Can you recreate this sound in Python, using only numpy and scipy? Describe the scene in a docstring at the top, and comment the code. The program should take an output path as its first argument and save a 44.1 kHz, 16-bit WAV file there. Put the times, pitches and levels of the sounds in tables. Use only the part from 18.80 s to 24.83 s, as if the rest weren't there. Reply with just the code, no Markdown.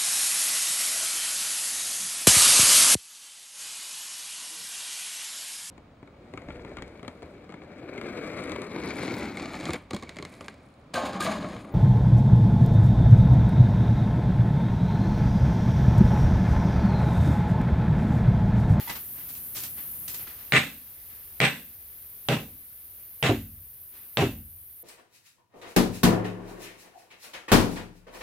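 """Insects hiss over rumbling air (shaped noise), first from above a plank-lined forest pit, then from inside it.
A loose piece of wood is knocked (ringing modes, scrapes); clothes brush and feet crunch on earth (noise strokes).
Then a steel hammer drives a wooden stake in five blows: a short crack (swing and noise), a swell of reflections
from the plank walls (decaying noise), and a thud through ground and planks. A seated stake cracks higher and
weaker with duller reflections; after the last three blows the head falls back with a knock and a low boom."""
import sys
import numpy as np
from scipy import signal
from scipy.fft import rfft, irfft, next_fast_len
from scipy.io import wavfile
from scipy.ndimage import uniform_filter1d, map_coordinates

SR = 44100
rng = np.random.default_rng(int(sys.argv[2]) if len(sys.argv) > 2 else 0)


def dump_mix(stems):
    """Bounce the given channels to the path in sys.argv[1] as a 16-bit WAV at rate SR."""
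    frames = np.atleast_2d(stems).T  # one column per channel
    limited = np.clip(frames, -1, 1)  # hard clip at full scale
    pcm = np.round(limited * 32767).astype(np.int16)
    wavfile.write(sys.argv[1], SR, pcm)


N = 265923

TIME = np.arange(N) / SR  # s
AGE = np.arange(int(.8 * SR)) / SR  # s since the start of one event
# Colour of wood and walls with the stake seated. Each row: frequency in Hz, relative density in dB.
SEATED_COLOUR = [(150, -27.5), (250, -4), (319, -9.5), (429, -9.5), (547, -8.5), (761, -6.5), (906, -11.5),
                 (1330, -10.5), (1900, -12), (2860, -11), (5350, -26), (6940, -27.5), (7310, -27.5),
                 (13000, -35), (16000, -44.5)]
# Likeness of the ears for hammer sounds. Each row: frequency in Hz, left-right correlation.
PIT_ALIKE = [(60, 1), (290, 1), (640, 0.86), (1400, 0.47), (3000, .3), (7000, 0.036), (15000, 0.18)]
# Likeness of the ears for air, insects and rubbing. 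Each row: frequency in Hz, left-right correlation.
OPEN_ALIKE = [(60, 1), (200, 0.8), (600, 0.21), (2000, 0.4), (8000, .1), (14000, 0.24)]


def amp(db):
    """Decibels to gain."""
    return 10 ** (np.asarray(db) / 20)


def unit(x):
    """Scale to rms 1."""
    return x / np.sqrt(np.mean(x ** 2) + 1e-20)


def along(points, hz):
    """Interpolate (Hz, value) points on a log frequency axis."""
    f, v = np.transpose(points)
    return np.interp(np.log(hz + 1), np.log(f + 1), v)


def curve(rows, t):
    """Interpolate (s, value) rows linearly."""
    return np.interp(t, *np.transpose(rows))


def add(out, s, x):
    """Mix x into out from time s on."""
    start = max(0, round(s * SR))
    out[:, start:start + x.shape[-1]] += x[..., :N - start]


def patches(size, count):
    """Smooth random curve of rms 1 with count steps along its length."""
    return unit(map_coordinates(rng.standard_normal(count + 1), [np.arange(size) * count / size]))


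def noise(colour_db, alike, size):
    """Stereo noise of rms 1; the mid-side balance per frequency sets the left-right correlation."""
    hz = np.fft.rfftfreq(size, 1 / SR)
    turn = np.arccos(np.clip(along(alike, hz), -1, 1)) / 2
    spectra = rfft(rng.standard_normal((2, size))) * amp(colour_db(hz))
    mid, side = irfft(spectra * [np.cos(turn), np.sin(turn)], size)
    return unit(np.array([mid + side, mid - side]))


def ring(modes, attack_s, hold_s, spread_rad, sag=0., waver_rad=0.):
    """Modes build up, are fed for hold_s and die; they start sharp by the share sag and sink."""
    hz, db, t60_s = np.transpose(modes)[:, :, None]
    phase = rng.uniform(0, 2 * np.pi, hz.shape)
    phase = phase + spread_rad * rng.standard_normal((2, *hz.shape))  # scatter between the ears
    drift = np.array([map_coordinates(rng.standard_normal(40), [AGE * 40]) for _ in hz])
    clock_s = AGE + sag * 0.0815 * (1 - np.exp(-AGE / 0.081))
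    scatter_db = 0.61 * rng.standard_normal(hz.shape)
    level = amp(db + scatter_db - 60 * np.maximum(AGE - hold_s, 0) / t60_s)
    waves = level * np.sin(2 * np.pi * hz * clock_s + phase + waver_rad * drift)
    return waves.sum(axis=1) * (1 - np.exp(-AGE / attack_s))


def forest():
    """Insects, each singer on a narrow pitch amid a crowd, over rumbling air; both are quieter inside the pit."""
    # Insect crowd. Each row: frequency in Hz, relative density in dB.
    crowd_colour = [(4710, -54), (8000, -51), (8680, -20.5), (8830, -13), (9360, -10), (11600, -4.5),
                    (11800, -4.5), (12200, 1.5), (12400, -7.5), (12900, -0.5), (14700, -2.5), (15300, -2),
                    (16000, -19.5)]
    # Single singers. Each row: centre in Hz, width in Hz, relative level in dB.
    singers = [(9100, 75, -17.5), (9750, 80, -19), (11700, 50, -13.5), (12400, 110, -5.5),
               (12500, 30, -4.5), (12762, 25, -6), (12800, 25, -3.5), (13060, 35, -8), (13308, 25, -3),
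               (13430, 55, -6), (13570, 35, -3), (13862, 25, -6.5), (14140, 30, -4.5), (14270, 70, -3),
               (14725, 90, -12), (15420, 70, -15.5)]
    # Air above the pit. Each row: frequency in Hz, relative density in dB.
    above_colour = [(15, -54), (25, -37), (52, 1.5), (108, 2.5), (527, -13.5), (2070, -16.5), (5620, -20),
                    (6190, -18.5), (8500, -18.5), (11000, -56), (18700, -120)]
    # Air inside the pit. Each row: frequency in Hz, relative density in dB.
    inside_colour = [(15, -29.5), (25, -12), (89, -2), (113, -9.5), (172, -14), (189, -16.5), (375, -18),
                     (403, -16.5), (798, -21.5), (1970, -21), (4730, -23), (8500, -28), (11000, -56),
                     (18700, -120)]
    inside_from_s = 1.443
    above, inside_s = TIME < inside_from_s, TIME - inside_from_s

    def bands_db(hz):
        power = 0
        for centre_hz, width_hz, db in singers:
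            detune = 2 * (hz - centre_hz) / width_hz
            power = power + amp(db) ** 2 / width_hz / (1 + detune ** 2) ** 2
        return 10 * np.log10(power)

    crowd = noise(lambda hz: along(crowd_colour, hz) + 4.2 * patches(len(hz), count=450), OPEN_ALIKE, N)
    chorus = amp(-1.0) * crowd + amp(-2.5) * noise(bands_db, OPEN_ALIKE, N)
    buzz = amp(.7 * patches(N, count=1200))  # fast flicker
    # slopes in dB per s
    chorus_db = np.where(above, -40 + 1.6 * TIME, -43.5 - 0.52 * inside_s)
    air_above = amp(-52.5) * noise(lambda hz: along(above_colour, hz), OPEN_ALIKE, N)
    air_inside = amp(-53.5 - 2.04 * inside_s) * noise(lambda hz: along(inside_colour, hz), OPEN_ALIKE, N)
    insects = amp(chorus_db) * buzz * chorus * amp([[.55], [-.55]])  # leans left
    return insects + np.where(above, air_above, air_inside)


def scuff(rise_s, t60_s, grit_db):
    """One rubbing stroke: a soft rush with bright grains on it."""
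    # Soft rush. Each row: frequency in Hz, relative density in dB.
    soil_colour = [(60, -5), (250, 1.5), (500, -4), (1200, -1), (2500, -1.5), (4500, -6), (8000, -15.5),
                   (16000, -23)]
    # Bright grains. Each row: frequency in Hz, relative density in dB.
    grit_colour = [(500, -33), (2500, -3.5), (5000, -0.5), (9000, -0.5), (13000, 2), (16000, -21)]
    soil = noise(lambda hz: along(soil_colour, hz), OPEN_ALIKE, len(AGE))
    grains = amp(1.8 * unit(uniform_filter1d(rng.standard_normal(len(AGE)), size=60)))
    grit = unit(grains * noise(lambda hz: along(grit_colour, hz), OPEN_ALIKE, len(AGE)))
    stroke = np.minimum(AGE / rise_s, 1) * amp(-60 * np.maximum(AGE - rise_s, 0) / t60_s)
    return stroke * (soil + amp(grit_db) * grit)


def loose_wood():
    """A loose piece of wood rings in its modes and scrapes at each knock."""
    # Wood modes. Each row: frequency in Hz, level in dB, t60 in seconds.
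    wood_modes = [(886, -2, .13), (925, 0, .11), (1991, -4, .15), (2124, -9, .12), (3390, -10, .09)]
    # Knocks. Each row: start in seconds, ring in dB, scrape in dB, scrape t60 in seconds, pitch ratio.
    taps = [(0.001, -43, -45, 0.83, 0.94), (0.074, -36, -41.5, 0.33, 1), (0.094, -34.5, -32, 0.19, 1),
            (0.152, -50, -39, .19, 0.98)]
    out = np.zeros((2, N))
    for s, ring_db, scrape_db, t60_s, pitch in taps:
        modes = np.multiply(wood_modes, [pitch, 1, 1])
        tone = ring(modes, attack_s=0.00135, hold_s=0.0032, spread_rad=0.35)
        add(out, s, amp(ring_db) * tone * amp([[-1.2], [1.2]]))  # leans right
        add(out, s, amp(scrape_db) * scuff(rise_s=0.0047, t60_s=t60_s, grit_db=-5.5))
    return out


def clothes():
    """Cloth brushes softly as the body moves; a slow brush also fades slowly."""
    # Brushes. Each row: start in seconds, level in dB, rise in seconds.
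    rustles = [(0.341, -52, 0.048), (0.96, -48.5, 0.023), (1.384, -47, .01), (1.465, -46.5, 0.0074),
               (1.57, -53.5, .03), (2.28, -57, 0.033), (4.181, -62.5, 0.01), (5.11, -54.5, 0.046)]
    out = np.zeros((2, N))
    for s, db, rise_s in rustles:
        add(out, s, amp(db) * scuff(rise_s, t60_s=.35 + 9 * rise_s, grit_db=-16.5))
    return out


def footsteps():
    """The heel crunches into gritty soil, then the sole rolls down."""
    # Steps. Each row: start in seconds, heel in dB, heel rise in seconds, sole delay in seconds, sole in dB.
    steps = [(0.486, -54.5, 0.0037, 0.061, -53), (0.745, -41, 0.023, 0.087, -43),
             (1.278, -44.5, 0.0012, .06, -45.5)]
    grit_db = 8
    out = np.zeros((2, N))
    for s, heel_db, rise_s, delay_s, sole_db in steps:
        add(out, s, amp(heel_db) * scuff(rise_s, t60_s=0.32, grit_db=grit_db))
        add(out, s + delay_s, amp(sole_db) * scuff(rise_s=.006, t60_s=.2, grit_db=grit_db))
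    return out


def walls(colour_db, hold_s, swell_depth):
    """Dense reflections gather between the plank walls, then each band dies at its own speed."""
    # Reverberation. Each row: frequency in Hz, t60 in seconds.
    wall_t60 = [(100, .32), (300, .34), (900, .25), (2200, .27), (4000, .3), (8000, .38), (15000, .2)]
    # Gathering reflections. Each row: seconds after the blow, level in dB at swell_depth 1.
    swell = [(0, -6.5), (.007, -9.5), (.012, -1), (.028, -3), (.038, 1.5), (.1, -0.5), (.3, 6)]
    hz, t, z = signal.stft(noise(colour_db, PIT_ALIKE, len(AGE)), SR, nperseg=256)
    z = z * amp(-60 * np.maximum(t - hold_s, 0) / along(wall_t60, hz)[:, None])
    tail = signal.istft(z, SR, nperseg=256)[1][:, :len(AGE)]
    return tail * amp(swell_depth * curve(swell, AGE)) * (1 - np.exp(-AGE / .0005))


def hammer():
    """Each blow cracks, rings stake, steel and planks, shakes the ground and fills the pit with reflections."""
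    # Blows. Each row: start in seconds, strength in dB, seated 0 to 1, stake ring in dB, steel ring in dB.
    blows = [(1.7222, 0, 0, -19, -38), (2.6027, -1, .05, -23, -56), (3.4864, -0.5, 1, -55.5, -62),
             (4.4271, -1, 0.65, -30, -42), (5.3711, -0.3, 1, -36.5, -50.5)]
    # Planks and ground. Each row: frequency in Hz, level in dB, t60 in seconds.
    plank_modes = [(132.3, 2.5, 0.21), (158.6, -1, 0.29), (197.3, -8.5, 0.22), (224.2, -11.5, 0.32),
                   (274.3, -15.5, .5), (318.6, -11, 0.13), (416.4, -4, 0.13), (479, -6, 0.13),
                   (582, -9, .12), (660, -7, 0.12), (792.4, -6, 0.14)]
    # Stake. Each row: frequency in Hz, level in dB, t60 in seconds.
    stake_modes = [(1198, -6, .18), (1430, -7, .2), (1774, -3, .21), (1900, -6, .2), (2043, -2, .2),
                   (2078, -6, .2), (2277, -2, .22), (2369, -5, .22), (2429, -2, .21)]
    # Hammer head. 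Each row: frequency in Hz, level in dB, t60 in seconds.
    steel_modes = [(6790, 4.5, .33), (8060, -11.5, .3)]
    # Reflections with the stake loose. Each row: frequency in Hz, relative density in dB.
    loose_colour = [(150, -29), (250, -8.5), (367, -27), (421, -11), (538, -13), (788, -10.5), (955, -11),
                    (2020, -1.5), (3910, -11.5), (4570, -20), (7190, -28), (8400, -19.5), (10000, -34),
                    (13000, -42), (16000, -41)]
    # Crushing fibres. Each row: frequency in Hz, relative density in dB.
    crush_colour = [(30, -35.5), (120, -6), (700, -0.5), (1400, -7.5), (2200, -1.5), (3300, -3.5),
                    (4300, -3.5), (5500, -16), (9000, -18), (16000, -30)]
    # Thud in the earth. Each row: frequency in Hz, relative density in dB.
    earth_colour = [(40, -32.5), (80, -2), (130, -12), (220, 3.5), (330, -9), (600, -38), (1500, -75)]
    out = np.zeros((2, N))
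    # stake and planks leave the same fine peaks and notches on every blow
    comb_db = 2.34 * patches(len(AGE) // 2 + 1, count=500)
    for s, db, seated, stake_db, steel_db in blows:
        seated = np.clip(seated, 0, 1)

        def reflected_db(hz):
            return (1 - seated) * along(loose_colour, hz) + seated * along(SEATED_COLOUR, hz) + comb_db

        # contact: the stake's top swings for a few cycles while its fibres crush
        crack_hz, crack_db, wall_db = 2100 + 1054 * seated, -5 - 11 * seated, -15 - 7.5 * seated
        swing = np.sin(2 * np.pi * crack_hz * AGE + np.array([[0], [.8]]))
        swing = swing * np.exp(-((AGE - .0008) / 0.00065) ** 2)
        crush = noise(lambda hz: along(crush_colour, hz), PIT_ALIKE, len(AGE))
        crush = crush * amp(-60 * AGE / 0.013) * (1 - np.exp(-AGE / 0.00034))
        crack = amp(crack_db) * (swing * amp([[-1], [1]]) + amp(-6.0 + 10 * seated) * crush)
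        # single walls stand out of the reflections as uneven slaps
        slaps = unit(amp(0.78 * patches(len(AGE), count=240)))
        tail = walls(reflected_db, hold_s=0.048, swell_depth=1.1 - .8 * seated)
        answer = amp(wall_db) * slaps * tail * amp([[-.5], [.5]])
        earth = amp(-29) * walls(lambda hz: along(earth_colour, hz), hold_s=0.061, swell_depth=1.9)
        planks = amp(-20.5) * ring(plank_modes, attack_s=.014, hold_s=0.031, spread_rad=.08)
        stake = amp(stake_db) * ring(stake_modes, attack_s=0.014, hold_s=0.041, spread_rad=0.54, waver_rad=0.26)
        steel = amp(steel_db) * ring(steel_modes, attack_s=0.016, hold_s=0.04, spread_rad=.7)
        add(out, s, amp(db) * (crack + answer + earth + planks + stake + steel))
    return out


def rebounds():
    """The head falls back on the firm stake: a dull knock and a boom whose modes sink in pitch as they fade."""
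    # Falls. Each row: start in seconds, strength in dB.
    falls = [(3.553, -29), (4.493, -8.5), (5.421, -11)]
    # Knock. Each row: frequency in Hz, level in dB, t60 in seconds.
    knock_modes = [(112.3, -3.5, 0.21), (217.2, -13, .42), (258.6, -12, 0.36), (291.2, -6.5, 0.25),
                   (346, -6, 0.17), (379, -5, 0.16), (495, -14, 0.16), (644, -16, 0.1555)]
    # Low ring of the ground. Each row: frequency in Hz, level in dB, t60 in seconds.
    boom_modes = [(52.1, -5, 0.87), (77, -5.5, 1.0), (89.8, -1.5, 0.87), (149, -11.5, 0.88),
                  (200, -13.5, 0.51)]

    def puff_db(hz):
        return along(SEATED_COLOUR, hz) - 10 * np.log10(1 + (hz / 900) ** 4)  # lowpass at 900 Hz

    out = np.zeros((2, N))
    for s, fall_db in falls:
        knock = ring(knock_modes, attack_s=.0015, hold_s=0.011, spread_rad=.05, sag=0.102, waver_rad=0.6)
        puff = noise(puff_db, PIT_ALIKE, len(AGE)) * amp(-60 * AGE / 0.13) * (1 - np.exp(-AGE / .001))
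        boom = ring(boom_modes, attack_s=0.011, hold_s=0.026, spread_rad=.05, sag=.35, waver_rad=0.8)
        add(out, s, amp(fall_db - 3.5) * knock)
        add(out, s, amp(fall_db - 8.5) * puff)
        add(out, s, amp(-24 + 0.63 * fall_db) * boom)
    return out


def gain_control(x):
    """Loud sound turns the gain down a few dB; it creeps back at a steady rate."""
    max_duck_db, knee_db, attack_s, recover_db_per_s = 3.5, -28, 0.034, 3.5
    keep = np.exp(-1 / (attack_s * SR))
    power = signal.lfilter([1 - keep], [1, -keep], np.mean(x ** 2, axis=0))
    over = (power / amp(knee_db) ** 2) ** 2
    wanted_db = max_duck_db * over / (1 + over)
    recovered_db = recover_db_per_s * TIME
    return x * amp(recovered_db - np.maximum.accumulate(wanted_db + recovered_db))


def scene():
    """Sum of all sources."""
    return forest() + loose_wood() + clothes() + footsteps() + hammer() + rebounds()


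def record(dry):
    """Gain control, then a steep lowpass."""
    top_hz = 15900
    size = next_fast_len(N + SR)
    passed = 1 / (1 + (np.fft.rfftfreq(size, 1 / SR) / top_hz) ** 500)
    return irfft(rfft(gain_control(dry), size) * passed, size)[:, :N]


dry = scene()
out = record(dry)
dump_mix(out)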